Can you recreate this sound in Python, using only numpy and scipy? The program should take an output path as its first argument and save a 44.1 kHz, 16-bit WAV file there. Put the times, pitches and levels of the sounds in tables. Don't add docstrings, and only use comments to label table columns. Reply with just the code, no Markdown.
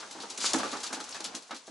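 import sys
import numpy as np
from scipy import signal
from scipy.fft import rfft, irfft
from scipy.io import wavfile

SR = 44100
rng = np.random.default_rng(int(sys.argv[2]) if len(sys.argv) > 2 else 0)


def inscribe(sig):
    pcm = np.round(np.clip(np.atleast_2d(sig).T, -1, 1) * 32767)
    wavfile.write(sys.argv[1], SR, pcm.astype(np.int16))


N = 74970

# [t/s, treble peak level/dB, lower-band level/dB, time to fall 60 dB/s, build-up/s]
CLAW_SCUFFS = [(0.0024, -35, -41, 0.15, 0.003), (0.11, -28.5, -38.5, 0.17, 0.0057),
               (0.201, -31.5, -37.5, 0.13, 0.0058), (0.221, -32.5, -39, 0.15, 0.0034),
               (0.299, -27, -36.5, 0.17, 0.0038), (0.3431, -34, -60, 0.11, 0.0045),
               (0.376, -22.5, -33.5, 0.13, 0.0036), (0.535, -14, -27.5, 0.12, 0.0011),
               (0.559, -22.5, -39, 0.11, 0.0027), (0.583, -23, -32.5, 0.19, 0.0053),
               (0.6304, -34.5, -43, 0.87, 0.0057), (0.7155, -23.5, -33, 0.1, 0.0086),
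               (0.731, -27, -34, 0.059, 0.0037), (0.768, -26, -35, 0.066, 0.0051),
               (0.8027, -28.5, -40.5, 0.12, 0.0052), (0.83, -20.5, -30, 0.18, 0.012),
               (0.866, -20, -30, 0.094, 0.0093), (0.9256, -21, -34, 0.19, 0.011),
               (0.9483, -27, -34, 0.074, 0.0033), (1.003, -28, -36, 0.12, 0.0034),
               (1.041, -28, -40, 0.084, 0.0026), (1.0907, -27, -41, 0.072, 0.0048),
               (1.1094, -28, -62, 0.094, 0.0046), (1.1265, -41, -32.5, 0.053, 0.003),
               (1.1454, -31, -36, 0.14, 0.0031), (1.163, -31, -43, 0.091, 0.0032),
               (1.2047, -25.5, -34.5, 0.073, 0.0038), (1.243, -21.5, -30.5, 0.16, 0.0032),
               (1.3484, -22.5, -34.5, 0.17, 0.0063), (1.4224, -38, -48.5, 0.14, 0.0041),
               (1.4742, -42, -54, 0.14, 0.0074), (1.509, -33, -37.5, 0.11, 0.0053),
               (1.5447, -34.5, -43.5, 0.19, 0.0049), (1.563, -34, -43.5, 0.16, 0.0035),
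               (1.6691, -39.5, -50.5, 0.17, 0.004)]
# [t/s, pulse level before filtering/dB]
CLAW_TICKS = [(0.5343, -4), (0.54, -6), (0.8342, -13), (0.8654, -13), (0.9298, -11), (1.2061, -14),
              (1.3517, -8.5)]
# [t/s, level/dB, time to fall 60 dB/s]
CLAW_RASPS = [(0.93, -40, 0.16), (1.146, -41, 0.21), (1.507, -42, 0.25)]
# [f/Hz, gain/dB]
GRIT_COLOUR = [(1060, -18), (1800, 2), (3000, -12.5), (4030, -5.5), (5850, -3.5), (9470, -12.5), (10600, 8),
               (11100, 11.5), (11500, -65)]
# [t/s, mid peak level/dB, low level/dB, settling time of the foot/s, favoured pitch f/Hz]
FOOTFALLS = [(0.002, -38, -71, 0.011, 910), (0.025, -32.5, -49, 0.023, 1490), (0.11, -34, -46, 0.0069, 850),
             (0.147, -39.5, -48, 0.048, 810), (0.183, -38.5, -50.5, 0.061, 880),
             (0.235, -35, -42.5, 0.02, 1020), (0.301, -40, -50.5, 0.025, 915),
             (0.383, -31, -42.5, 0.0079, 1640), (0.411, -33.5, -48, 0.018, 780),
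             (0.439, -23.5, -41.5, 0.011, 1280), (0.54, -19.5, -30.5, 0.023, 790),
             (0.544, -41, -43, 0.011, 1310), (0.591, -22.5, -34.5, 0.014, 825),
             (0.631, -24, -35, 0.0091, 1280), (0.651, -25, -29.5, 0.011, 1240),
             (0.726, -27, -39.5, 0.031, 1180), (0.753, -26.5, -46, 0.021, 1080),
             (0.785, -29, -38.5, 0.0056, 795), (0.832, -33, -66, 0.027, 1590),
             (0.853, -35.5, -50, 0.015, 953), (0.904, -34, -45.5, 0.014, 1350),
             (0.926, -25, -39, 0.014, 950), (0.963, -34.5, -48, 0.046, 900), (1, -27.5, -43, 0.015, 1410),
             (1.084, -35, -51, 0.011, 1670), (1.203, -29.5, -41.5, 0.011, 805),
             (1.25, -27.5, -37.5, 0.0059, 1430), (1.281, -40, -49, 0.015, 842),
             (1.341, -32.5, -41, 0.011, 1460), (1.362, -38.5, -47.5, 0.024, 600),
             (1.494, -34.5, -50, 0.0089, 980), (1.508, -30, -55, 0.012, 970), (1.525, -37, -45, 0.03, 1060),
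             (1.677, -37, -46.5, 0.015, 730)]
# [t/s, peak level/dB, pitch favoured by the spot on the shelf f/Hz]
FOOT_KNOCKS = [(.236, -41.5, 1020), (.444, -31.5, 1280), (.539, -27.5, 780), (.546, -27.5, 1250),
               (0.548, -30.5, 300), (.566, -30.5, 293), (.633, -28.5, 1310), (1.509, -39, 1200),
               (1.51, -41, 3800), (1.519, -40, 1370), (1.52, -46, 3800), (1.679, -40.5, 607)]
# [f/Hz, level/dB, time to fall 60 dB/s]
SHELF_MODES = [(206.4, -7.5, 0.16), (269.5, 1, 0.16), (317.4, 1, 0.089), (442, -12, 0.12),
               (529, -4.5, 0.095), (644, -2, 0.058), (794, 0.5, 0.11), (848, -5, 0.22), (929, -4, 0.091),
               (1024, 0.0, 0.042), (1180, -3.5, 0.12), (1295.5, 3.5, 0.045), (1459, 4.5, 0.033),
               (1630, -1.5, 0.036), (3800, 2, 0.039)]
# [t/s, level/dB]
WING_LEVEL = [(.395, -68), (.405, -34), (.436, -32.5), (.45, -30.5), (.464, -24.5), (.48, -33.5),
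              (.508, -34.5), (.526, -40.5), (.535, -54)]
# [f/Hz, gain/dB]
FEATHER_COLOUR = [(880, -29), (1500, -7), (1840, -16), (2240, -5), (2460, -7), (4100, -2), (4650, 0),
                  (5300, -1.5), (6960, -1), (9700, -14.5), (10950, 0), (11600, -38)]
# [t/s, low level/dB, treble level/dB]
SHUFFLE_LEVELS = [(0, -48, -50), (.09, -54, -53), (.28, -52.5, -52), (.36, -51.5, -51), (.6, -36, -46.5),
                  (.8, -49.5, -47), (1.0, -51.5, -52.5), (1.15, -50.5, -49.5), (1.32, -49.5, -55.5),
                  (1.48, -62.5, -60), (1.65, -62, -59), (1.7, -76, -56)]
# [f/Hz, gain/dB]
FLOCK_COLOUR = [(15, -67), (25, -71), (139, -50), (176, -3), (265, 0), (389, 1.5), (684, 4), (840, 5.5),
                (1480, 1.5), (1860, -3.5), (6210, 2.5), (10600, -7.5), (11500, 1), (15000, -62)]
# [f/Hz, likeness from 0 to 1]
LEFT_RIGHT_LIKENESS = [(60, 0.88), (170, 0.99), (490, 0.84), (1420, 0.43), (4070, 0.66), (11700, 0.53)]
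# [f/Hz, left minus right level/dB]
STEREO_LEAN = [(60, -5.5), (220, -2.5), (840, -0.5), (3130, 1.5), (11700, 2)]

GRAINS_PER_S, GRAIN_SPREAD_DB = 9800, 4
CREST_DB = 9
SCUFF_DB, STEP_DB, THUD_DB, RUMBLE_DB = -1.5, -22, -5.5, -22
RASP_ATTACK_S, STEP_ATTACK_S = 0.0051, 0.0031
SPLIT_HZ = 560
STEP_DB_PER_OCTAVE, KNOCK_DB_PER_OCTAVE = 12.5, 23.5
BASS_CUT_HZ, TOP_CUT_HZ = 184, 11700
ROOM_T60_S, ROOM_DB, ROOM_DELAY_S, ROOM_LOW_HZ = 0.13, -8.5, 0.0032, 455
ROOM_WIDE_HZ, ROOM_WIDTH = 595, 0.91
ROOM_TREBLE_HZ, ROOM_TREBLE_WIDTH = 7240, 0.45
SHUFFLE_SPLIT_HZ = 2100


def amp(db):
    return 10 ** (np.asarray(db) / 20)


def rms_one(x):
    return x / np.sqrt(np.mean(x ** 2) + 1e-20)


def in_time(rows):
    times, *columns = np.transpose(rows)
    return [np.interp(np.arange(N) / SR, times, column) for column in columns]


def at_hz(points, hz):
    table = np.array(points)
    return np.interp(np.log(np.maximum(hz, 1)), np.log(table[:, 0]), table[:, 1])


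def band(x, low_hz, high_hz):
    return signal.sosfilt(signal.butter(2, [low_hz, high_hz], "band", fs=SR, output="sos"), x)


def low_pass(x, hz, order):
    return signal.sosfilt(signal.butter(order, hz, fs=SR, output="sos"), x)


def high_pass(x, hz, order):
    return signal.sosfilt(signal.butter(order, hz, "high", fs=SR, output="sos"), x)


def colour(x, spectrum):
    gain = amp(at_hz(spectrum, np.fft.rfftfreq(N, 1 / SR)))
    return rms_one(irfft(rfft(x) * gain, N))


def grains():
    spread = np.minimum(rng.exponential(1, N), 3.0)
    sizes = amp(GRAIN_SPREAD_DB * spread) * rng.choice([-1, 1], N)
    happens = rng.random(N) < GRAINS_PER_S / SR
    return rms_one(sizes * happens)


def bursts(starts, levels_db, t60s, attacks):
    t = np.maximum(np.arange(N) / SR - starts[:, None] + 0.0022, 0)
    rise = np.minimum(t / np.reshape(attacks, (-1, 1)), 1)
    fall = amp(levels_db[:, None] - 60 * t / t60s[:, None])
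    return np.sqrt(((rise * fall) ** 2).sum(axis=0))


def scuffs():
    start, peak_db, low_db, t60, attack = np.transpose(CLAW_SCUFFS)
    high_db = peak_db - CREST_DB
    grit = colour(grains(), GRIT_COLOUR)
    low_grit = rms_one(band(band(grit, 2570, 5970), 2570, 5970))
    high_grit = rms_one(band(grit, 5480, 8530))
    top_grit = rms_one(band(grit, 10960, 11020))
    low = low_grit * bursts(start, low_db + SCUFF_DB, t60, attack)
    high = high_grit * bursts(start, high_db, t60 * 0.67, attack)
    top = top_grit * bursts(start, high_db, t60 * 0.5, attack)

    rasp_start, rasp_db, rasp_t60 = np.transpose(CLAW_RASPS)
    coarse = rms_one(band(grains(), 580, 2700))
    rasp = coarse * bursts(rasp_start, rasp_db, rasp_t60, RASP_ATTACK_S)

    ticks = np.zeros(N)
    for at, db in CLAW_TICKS:
        ticks[int(at * SR)] = amp(db)
    return low + high + top + rasp + band(ticks, 2300, 7700)


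def steps():
    start, peak_db, low_db, settle, spot_hz = np.transpose(FOOTFALLS)
    mid_db = peak_db - CREST_DB
    t = np.maximum(np.arange(N) / SR - start[:, None], 0)
    # a quick rise, then 20 dB lost in each settling time
    contact = (np.minimum(t / STEP_ATTACK_S, 1) * amp(-20 * t / settle[:, None])) ** 2

    ringing = 0
    for hz, db, t60 in SHELF_MODES:
        if hz < SPLIT_HZ:
            strength_db = low_db
        else:
            strength_db = mid_db - STEP_DB_PER_OCTAVE * np.abs(np.log2(hz / spot_hz))
        drive = grains() * np.sqrt(amp(2 * strength_db) @ contact)
        for at, knock_db, knock_hz in FOOT_KNOCKS:
            loss_db = KNOCK_DB_PER_OCTAVE * abs(np.log2(hz / knock_hz))
            drive[int(at * SR)] += amp(knock_db - STEP_DB - loss_db)
        r, w = amp(-60 / (t60 * SR)), 2 * np.pi * hz / SR
        mode = signal.lfilter([0, np.sin(w)], [1, -2 * r * np.cos(w), r * r], drive + 1e-18)
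        ringing = ringing + amp(db + STEP_DB) * mode

    noise = rng.standard_normal((2, N))
    low_thud = rms_one(band(noise[0], 290, 560)) * bursts(start, low_db, 9 * settle, STEP_ATTACK_S)
    mid_thud = rms_one(band(noise[1], 750, 2010)) * bursts(start, mid_db, 7 * settle, STEP_ATTACK_S)
    return high_pass(ringing + amp(THUD_DB) * (low_thud + mid_thud), BASS_CUT_HZ, 4)


def wing():
    before = (WING_LEVEL[0][0] - .01, -90)
    after = (WING_LEVEL[-1][0] + .01, -90)
    level_db, = in_time([before] + list(WING_LEVEL) + [after])
    return amp(level_db) * colour(grains(), FEATHER_COLOUR)


def loft(x):
    t = np.arange(SR // 2) / SR
    decay = amp(-60 * t / ROOM_T60_S) * (t > ROOM_DELAY_S)
    mid, side = rng.standard_normal((2, len(t))) * decay
    side = high_pass(side, ROOM_WIDE_HZ, 1)
    side = side + ROOM_TREBLE_WIDTH * high_pass(side, ROOM_TREBLE_HZ, 2)
    mid = high_pass(mid, ROOM_LOW_HZ, 2)
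    tails = mid + ROOM_WIDTH * side * [[1], [-1]]
    tails = tails / np.sqrt((mid ** 2).sum())
    return amp(ROOM_DB) * signal.fftconvolve(x[None], tails, axes=1)[:, :N]


def shuffle():
    low_db, high_db = in_time(SHUFFLE_LEVELS)
    alike = np.clip(at_hz(LEFT_RIGHT_LIKENESS, np.fft.rfftfreq(N, 1 / SR)), 0, 1)
    shared = np.sqrt(1 + alike) * rfft(colour(grains(), FLOCK_COLOUR))
    side = np.sqrt(1 - alike) * rfft(colour(grains(), FLOCK_COLOUR))
    pair = irfft(shared + side * [[1], [-1]], N)
    low = rms_one(low_pass(pair, SHUFFLE_SPLIT_HZ, 2))
    high = rms_one(high_pass(pair, SHUFFLE_SPLIT_HZ, 2))

    rumble_mid, rumble_side = band(rng.standard_normal((2, N)), 82, 193)
    rumble = amp(RUMBLE_DB) * rms_one(rumble_mid + 0.23 * rumble_side * [[1], [-1]])
    return amp(low_db) * (low + rumble) - amp(high_db) * high


def scene():
    near = scuffs() + steps() + wing()
    return near + loft(near) + shuffle()


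def record(dry):
    half_lean_db = at_hz(STEREO_LEAN, np.fft.rfftfreq(N, 1 / SR)) * [[.5], [-.5]]
    leaned = irfft(rfft(dry) * amp(half_lean_db), N)
    return signal.sosfilt(signal.cheby2(12, 60, TOP_CUT_HZ, fs=SR, output="sos"), leaned)


dry = scene()
out = record(dry)
inscribe(out)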